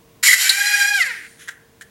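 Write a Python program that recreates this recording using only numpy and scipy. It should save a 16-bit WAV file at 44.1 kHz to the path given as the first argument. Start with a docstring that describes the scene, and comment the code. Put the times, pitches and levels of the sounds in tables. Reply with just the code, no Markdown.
"""A small room with a faint hum, one microphone close to a hand-held toy helicopter.
Its two rotor motors start with a rasp and squeal of plastic gears. The meshing teeth whine, the two
motors beating against each other, while loose teeth rattle the hull and a blade clacks once.
The motors coast down with a hiss of brushes; then fingers rub and knock the hull."""
import sys
import numpy as np
from scipy import signal
from scipy.fft import rfft, irfft, next_fast_len
from scipy.io import wavfile
from scipy.ndimage import uniform_filter1d, minimum_filter1d, map_coordinates

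SR = 44100
rng = np.random.default_rng(int(sys.argv[2]) if len(sys.argv) > 2 else 0)


def unload_wav(signal):
    """Save mono or channel-first audio to the path in sys.argv[1] as 16-bit WAV at rate SR, clipped to [-1, 1]."""
    wavfile.write(
        sys.argv[1],
        SR,
        np.round(np.clip(np.atleast_2d(signal).T, -1, 1) * 32767).astype(np.int16),
    )


N = 83790

# room tone at the microphone: t/s, level/dB
ROOM_TONE_LEVEL = [(0, -51), (.2, -51), (.4, -57.5), (1.2, -54), (1.7, -53.5), (1.9, -52.5)]
# spectrum of the room tone: f/Hz, relative level/dB
ROOM_TONE_COLOUR = [(15, -42), (25, -12.5), (127, -1), (363, -6.5), (416, -10.5), (451, -6), (591, -14.5),
                    (641, -8.5), (775, -16), (1070, -12), (1230, -19), (2690, -20.5), (3080, -22),
                    (14800, -28.5), (16000, -17.5)]
# reverberation of the room: f/Hz, t60/s
ROOM_DECAY = [(200, .35), (1800, 0.5), (5000, 0.14), (14000, 0.52)]

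# a finger sliding on the hull: t/s, level/dB
RUB_LEVEL = [(1.36, -76.5), (1.397, -44.5), (1.425, -42), (1.465, -49.5), (1.49, -66)]
# spectrum of the rub: f/Hz, relative level/dB
RUB_COLOUR = [(470, -71.5), (800, -37), (1590, -6.5), (1780, -6.5), (2730, -15.5), (3360, -10.5),
              (4680, -22), (6600, -13), (8030, -21.5), (10500, -13.5), (15000, -42)]
# fingers knocking the hull: t/s, level/dB, t60/s, tilt/(dB per octave)
KNOCKS = [(1.4745, -36.5, 0.022, 0), (1.4805, -28, 0.027, 1.5), (1.4845, -25.5, 0.069, 0),
          (1.4895, -26.5, .035, -2.5), (1.506, -42.5, .1, 3), (1.8095, -34.5, 0.055, 2),
          (1.8165, -38, .025, 2), (1.8205, -37, 0.041, 3.5)]
# spectrum of a knock: f/Hz, relative level/dB
KNOCK_COLOUR = [(290, -63), (500, -33.5), (1000, -27), (1770, 0.5), (2100, -12), (2570, -21), (3180, -15.5),
                (4540, -26), (7360, -19.5), (9380, -27), (10500, -27), (13800, -41), (15000, -33.5)]
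# a blade striking and bouncing: t/s, level/dB, t60/s, tilt/(dB per octave)
CLACKS = [(.4915, -5.5, 0.038, 1.5), (.499, -20.5, .03, -8), (.511, -22, .06, -7.5)]
# spectrum of the clack: f/Hz, relative level/dB
CLACK_COLOUR = [(200, -69.5), (700, -46), (1600, -16.5), (2800, -13), (3500, -9), (3950, 3.5), (4550, -0.5),
                (5500, -14), (7000, -10.5), (11500, -17.5), (15000, -29.5)]

# brush hiss, strongest as the motors coast: t/s, level/dB
BRUSH_LEVEL = [(.95, -67), (1.1, -46), (1.23, -51.5), (1.32, -53.5), (1.4, -61)]
# spectrum of the brushes: f/Hz, relative level/dB
BRUSH_COLOUR = [(1000, -32.5), (3000, -14.5), (4150, -0.5), (5200, -6.5), (8200, -2.5), (9200, 3),
                (10300, -5.5), (13000, -16.5), (16000, -16.5)]
# gears slipping at the start: t/s, f/Hz, level/dB
SQUEAL = [(.25, 2361, -35), (.276, 2198, -12.5), (.287, 2033, -9), (.297, 1971, -9), (.306, 1877, -19.5),
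          (.313, 2079, -8), (.321, 1928, -39.5), (.333, 1972, -10.5), (.343, 2000, -16.5),
          (.37, 1927, -43.5)]
# teeth sliding on each other: t/s, level/dB
RASP_LEVEL = [(.228, -15.5), (.25, -16.5), (.28, -11), (.3, -18.5), (.34, -15), (.36, -28), (.41, -18.5),
              (.46, -20.5), (.55, -26), (.7, -27.5), (.82, -26.5), (.93, -36.5), (.98, -31.5), (1.015, -30),
              (1.04, -42), (1.065, -33), (1.1, -51.5), (1.18, -57.5), (1.3, -59.5), (1.4, -63)]
# low end of the rasp's spectrum: f/Hz, relative level/dB
RASP_LOWS = [(100, -59), (700, -30.5), (1100, -19), (1300, -13)]
# the rest of that spectrum: f/Hz, relative level/dB
RASP_HIGHS = [(1410, -22.5), (2400, -10.5), (2590, -8.5), (3200, -1.5), (3440, -13.5), (3920, -2.5),
              (5160, -6), (5660, -4.5), (6370, -11.5), (7050, -3.5), (8980, -9), (11200, -10.5),
              (12800, -12.5), (14400, -18.5), (15500, -23.5)]
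# narrow rings of the metal motor parts: f/Hz, width/Hz, relative level/dB
METAL_MODES = [(7074, 190, 1.5), (11290, 110, 0.5)]
# loose teeth rattling the hull: t/s, level/dB
RATTLE_LEVEL = [(.228, -16.5), (.265, -23), (.288, -47), (.305, -35), (.335, -13.5), (.355, -32),
                (.47, -22), (.56, -29), (.64, -25.5), (.85, -26.5), (.92, -40), (1.0, -37.5), (1.1, -32.5),
                (1.18, -38.5), (1.265, -40.5), (1.29, -58), (1.4, -60)]
# resonances of the plastic hull: f/Hz, width/Hz, relative level/dB
HULL_MODES = [(1232, 160, -18.5), (1516, 200, -2.5), (1827, 275, 0.5), (1910, 156, 6.5), (2142, 520, -4)]
# rate at which the gear teeth meet: t/s, f/Hz
TOOTH_RATE = [(.228, 250), (.29, 495.9), (.36, 659.3), (.45, 772), (.54, 792), (.6, 812.3), (.69, 825.8),
              (.85, 810.5), (.885, 830.7), (.97, 809.4), (1.0, 717.5), (1.05, 579.2), (1.11, 475),
              (1.19, 354.2), (1.3, 220), (1.4, 89.3)]
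# whine of the meshing teeth: t/s, level/dB
WHINE_LEVEL = [(.228, -53), (.35, -27.5), (.44, -27.5), (.55, -24.5), (.61, -22), (.68, -19.5),
               (.735, -18.5), (.785, -20), (.825, -17), (.88, -21), (.94, -14), (.98, -16.5),
               (1.025, -15.5), (1.045, -28.5), (1.11, -26), (1.135, -37.5), (1.19, -42.5), (1.27, -51),
               (1.3, -78), (1.4, -94)]
# how the hull radiates the whine: f/Hz, relative level/dB
WHINE_COLOUR = [(300, -15.5), (600, -32.5), (820, -19), (1020, -21), (1250, -19.5), (1600, -0.5),
                (2000, 2.5), (2480, -6.5), (3200, -14), (4100, -10), (4900, -11), (5700, -12.5),
                (6500, -15.5), (9000, -21), (10600, -23), (11400, -24.5), (12200, -24.5), (14000, -29)]
# two motors, the second weaker and duller: speed offset/share, relative level/dB, tilt/(dB per octave)
MOTORS = [(-.00946, 0, .015), (.0086, -2.5, -3.5)]

START_S, ATTACK_S, STOP_S, RELEASE_S = .2273, .0075, 1.38, .05
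POWER_OFF_S, UNLOAD_S = .88, .067
BEAT_CREST_S, THROB_CREST_S, TEETH_PER_TURN = .647, .745, 57.94
THROB_DB, TREBLE_THROB_DB = 1, 2.5  # the whine swells once a rotor turn, more so in the treble
TREBLE_HZ, COAST_TREBLE_DB = 3270, -7  # unloaded teeth sound duller
BACKLASH_RAD, COAST_EXTRA_RAD = .2, 1.3  # and rougher: phase scatter of the treble


def amp(db):
    """Decibels to gain."""
    return 10 ** (np.asarray(db) / 20)


def unit(x):
    """Scale to rms 1."""
    return x / np.sqrt(np.mean(x ** 2) + 1e-20)


def clock():
    """Time of each sample in seconds."""
    return np.arange(N) / SR


def curve(rows):
    """Join (t/s, value) points by straight lines."""
    return np.interp(clock(), *np.transpose(rows))


def along(points, hz):
    """Read (f/Hz, value) points on a log frequency axis."""
    f, values = np.transpose(points)
    return np.interp(np.log(hz + 1), np.log(f + 1), values)


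def wobble(rate):
    """A smooth random curve, rate knots a second."""
    t = clock()
    knots = rng.standard_normal(4096)
    return np.interp(t, t[::8], map_coordinates(knots, [t[::8] * rate], mode="wrap"))


def filtered(x, response):
    """Pass x through a frequency response."""
    size = next_fast_len(N + SR // 2)
    return irfft(rfft(x, size) * response(np.fft.rfftfreq(size, 1 / SR)), size)[:N]


def noise(colour, grain=1):
    """Coloured noise of rms 1, optionally broken into grains."""
    return unit(filtered(grain * rng.standard_normal(N), lambda hz: amp(along(colour, hz))))


def resonances(modes, f):
    """Summed response of damped modes of alternating sign."""
    return sum((-1) ** k * amp(db) * 1j * f * width / (centre ** 2 - f ** 2 + 1j * f * width)
               for k, (centre, width, db) in enumerate(modes))


def plastic_hits(rows, colour, rise_s):
    """Well damped blows on plastic: noise bursts, each with its own brightness and decay."""
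    out = np.zeros(N)
    for onset, db, t60, tilt_db in rows:
        age = np.maximum(clock() - onset, 0)
        tilted = [(hz, level + tilt_db * np.log2(hz / 3000)) for hz, level in colour]
        attack = 1 - np.exp(-(age / rise_s) ** 2)
        decay_db = 60 * np.maximum(age - 2 * rise_s, 0) / t60
        out += noise(tilted) * attack * amp(db - decay_db)
    return out


def room_tone(hum_hz=457.6, hum_db=-62.5):
    """Behind the toy: dull room noise and a faint steady hum."""
    pitch = hum_hz + .8 * wobble(10)
    hum = np.sqrt(2) * np.sin(2 * np.pi * np.cumsum(pitch) / SR)
    return amp(curve(ROOM_TONE_LEVEL)) * noise(ROOM_TONE_COLOUR) + amp(hum_db) * hum


def room_reverb(direct, level_db=-11):
    """The walls' reflections reach the microphone 5 ms late; each band dies at its own rate."""
    hz, t, spectrum = signal.stft(rng.standard_normal(SR // 2), SR, nperseg=256)
    decay = amp(-60 * t / along(ROOM_DECAY, hz)[:, None])
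    tail = signal.istft(spectrum * decay, SR, nperseg=256)[1]
    response = np.pad(tail / np.linalg.norm(tail), (SR // 200, 0))
    return amp(level_db) * signal.fftconvolve(direct, response)[:N]


def fingers():
    """Handling noise: fingers knock the hull and slide over it."""
    knocks = plastic_hits(KNOCKS, KNOCK_COLOUR, rise_s=.001)
    return knocks + noise(RUB_COLOUR) * amp(curve(RUB_LEVEL))


def blade_clack():
    """A blade strikes once, with two softer, duller bounces."""
    return plastic_hits(CLACKS, CLACK_COLOUR, rise_s=.003)


def brush_hiss():
    """The motors' sliding brushes give a thin hiss."""
    return noise(BRUSH_COLOUR) * amp(curve(BRUSH_LEVEL))


def gear_squeal(waver=.045):
    """Stick-slip as the gears take up the load: a rough falling tone."""
    times, hz, db = np.transpose(SQUEAL)
    pitch = np.interp(clock(), times, hz) * (1 + waver * wobble(600))
    level = np.interp(clock(), times, amp(db), left=0, right=0)
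    return np.sqrt(2) * level * np.sin(2 * np.pi * np.cumsum(pitch) / SR)


def gear_rasp(tooth_hz, grain_db=1, metal_db=-5):
    """Bright grainy friction, pulsing once a tooth, with a thin sizzle from the metal parts."""
    pulses = 1 + .5 * np.cos(2 * np.pi * np.cumsum(tooth_hz) / SR)
    grain = unit(pulses * amp(grain_db * wobble(810)))
    sizzle = unit(filtered(rng.standard_normal(N), lambda f: resonances(METAL_MODES, f)))
    friction = noise(list(RASP_LOWS) + list(RASP_HIGHS), grain)
    return (friction + amp(metal_db) * sizzle) * amp(curve(RASP_LEVEL))


def hull(f):
    """Response of the plastic shell, which is too small to radiate bass."""
    radiation = (1j * f / (1j * f + 900)) ** 2
    bass_cut = 1 / np.sqrt(1 + (1150 / (f + 1)) ** 10)
    return resonances(HULL_MODES, f) * radiation * bass_cut


def gear_rattle(tooth_hz, jitter_teeth=.12, scatter_db=2.5):
    """Each tooth strikes a little early or late, with its own force, and rings the hull."""
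    teeth = np.cumsum(tooth_hz) / SR
    count = int(teeth[-1])
    timing, force = rng.standard_normal((count, 2)).T
    strike_samples = np.interp(np.arange(count) + jitter_teeth * timing, teeth, np.arange(N))
    blows = np.bincount(strike_samples.astype(int), amp(scatter_db * np.clip(force, -2, 2)), N)
    ring = filtered(blows, hull)
    running_rms = np.sqrt(np.abs(uniform_filter1d(ring ** 2, size=900)) + 1e-12)
    return ring / running_rms * amp(curve(RATTLE_LEVEL))


def gear_whine(tooth_hz, flutter_share=.004, shimmer_db=3.43):
    """Tooth harmonics of two motors beat; play between the teeth blurs the treble, most when coasting."""
    out, t = np.zeros(N), clock()
    coasting = np.clip((t - POWER_OFF_S) / UNLOAD_S, 0, 1)
    backlash = BACKLASH_RAD + COAST_EXTRA_RAD * coasting
    flutter = flutter_share * wobble(120)
    rotor_turns = np.cumsum(tooth_hz) / SR / TEETH_PER_TURN
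    throb = np.cos(2 * np.pi * (rotor_turns - np.interp(THROB_CREST_S, t, rotor_turns)))
    treble_db = COAST_TREBLE_DB * coasting + TREBLE_THROB_DB * throb
    for offset, motor_db, tilt_db in MOTORS:
        hz = tooth_hz * (1 + offset + flutter)
        teeth = np.cumsum(hz) / SR
        teeth -= np.interp(BEAT_CREST_S, t, teeth)  # the motors are in step here
        for k in range(1, 18):
            treble_share = 1 / (1 + (TREBLE_HZ / (k * hz)) ** 10)
            db = motor_db + tilt_db * np.log2(k) + along(WHINE_COLOUR, k * hz)
            db += treble_share * treble_db + shimmer_db * wobble(70.06)
            blur = backlash * treble_share * wobble(400)
            out += amp(db) * np.sin(2 * np.pi * k * teeth + k * k + blur)  # k * k spreads the phases
    return out * amp(curve(WHINE_LEVEL) + THROB_DB * throb)


def scene():
    """The toy up close and the room behind it, mono on both channels."""
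    tooth_hz, t = curve(TOOTH_RATE), clock()
    running = np.clip((t - START_S) / ATTACK_S, 0, 1) * np.clip(1 - (t - STOP_S) / RELEASE_S, 0, 1)
    gears = gear_whine(tooth_hz) + gear_rattle(tooth_hz) + gear_rasp(tooth_hz) + gear_squeal()
    toy = running * (gears + brush_hiss()) + fingers() + blade_clack()
    return np.tile(toy + room_reverb(toy) + room_tone(), (2, 1))


def record(dry):
    """After the microphone, a fast limiter holds peaks at full scale and the top treble is cut."""
    limiter_s, top_hz = .002, 16000
    window = int(limiter_s * SR)
    needed_gain = 1 / np.maximum(np.abs(dry).max(axis=0), 1)
    gain = uniform_filter1d(minimum_filter1d(needed_gain, size=window), size=window)
    return np.array([filtered(channel * gain, lambda hz: hz < top_hz) for channel in dry])


dry = scene()
out = record(dry)
unload_wav(out)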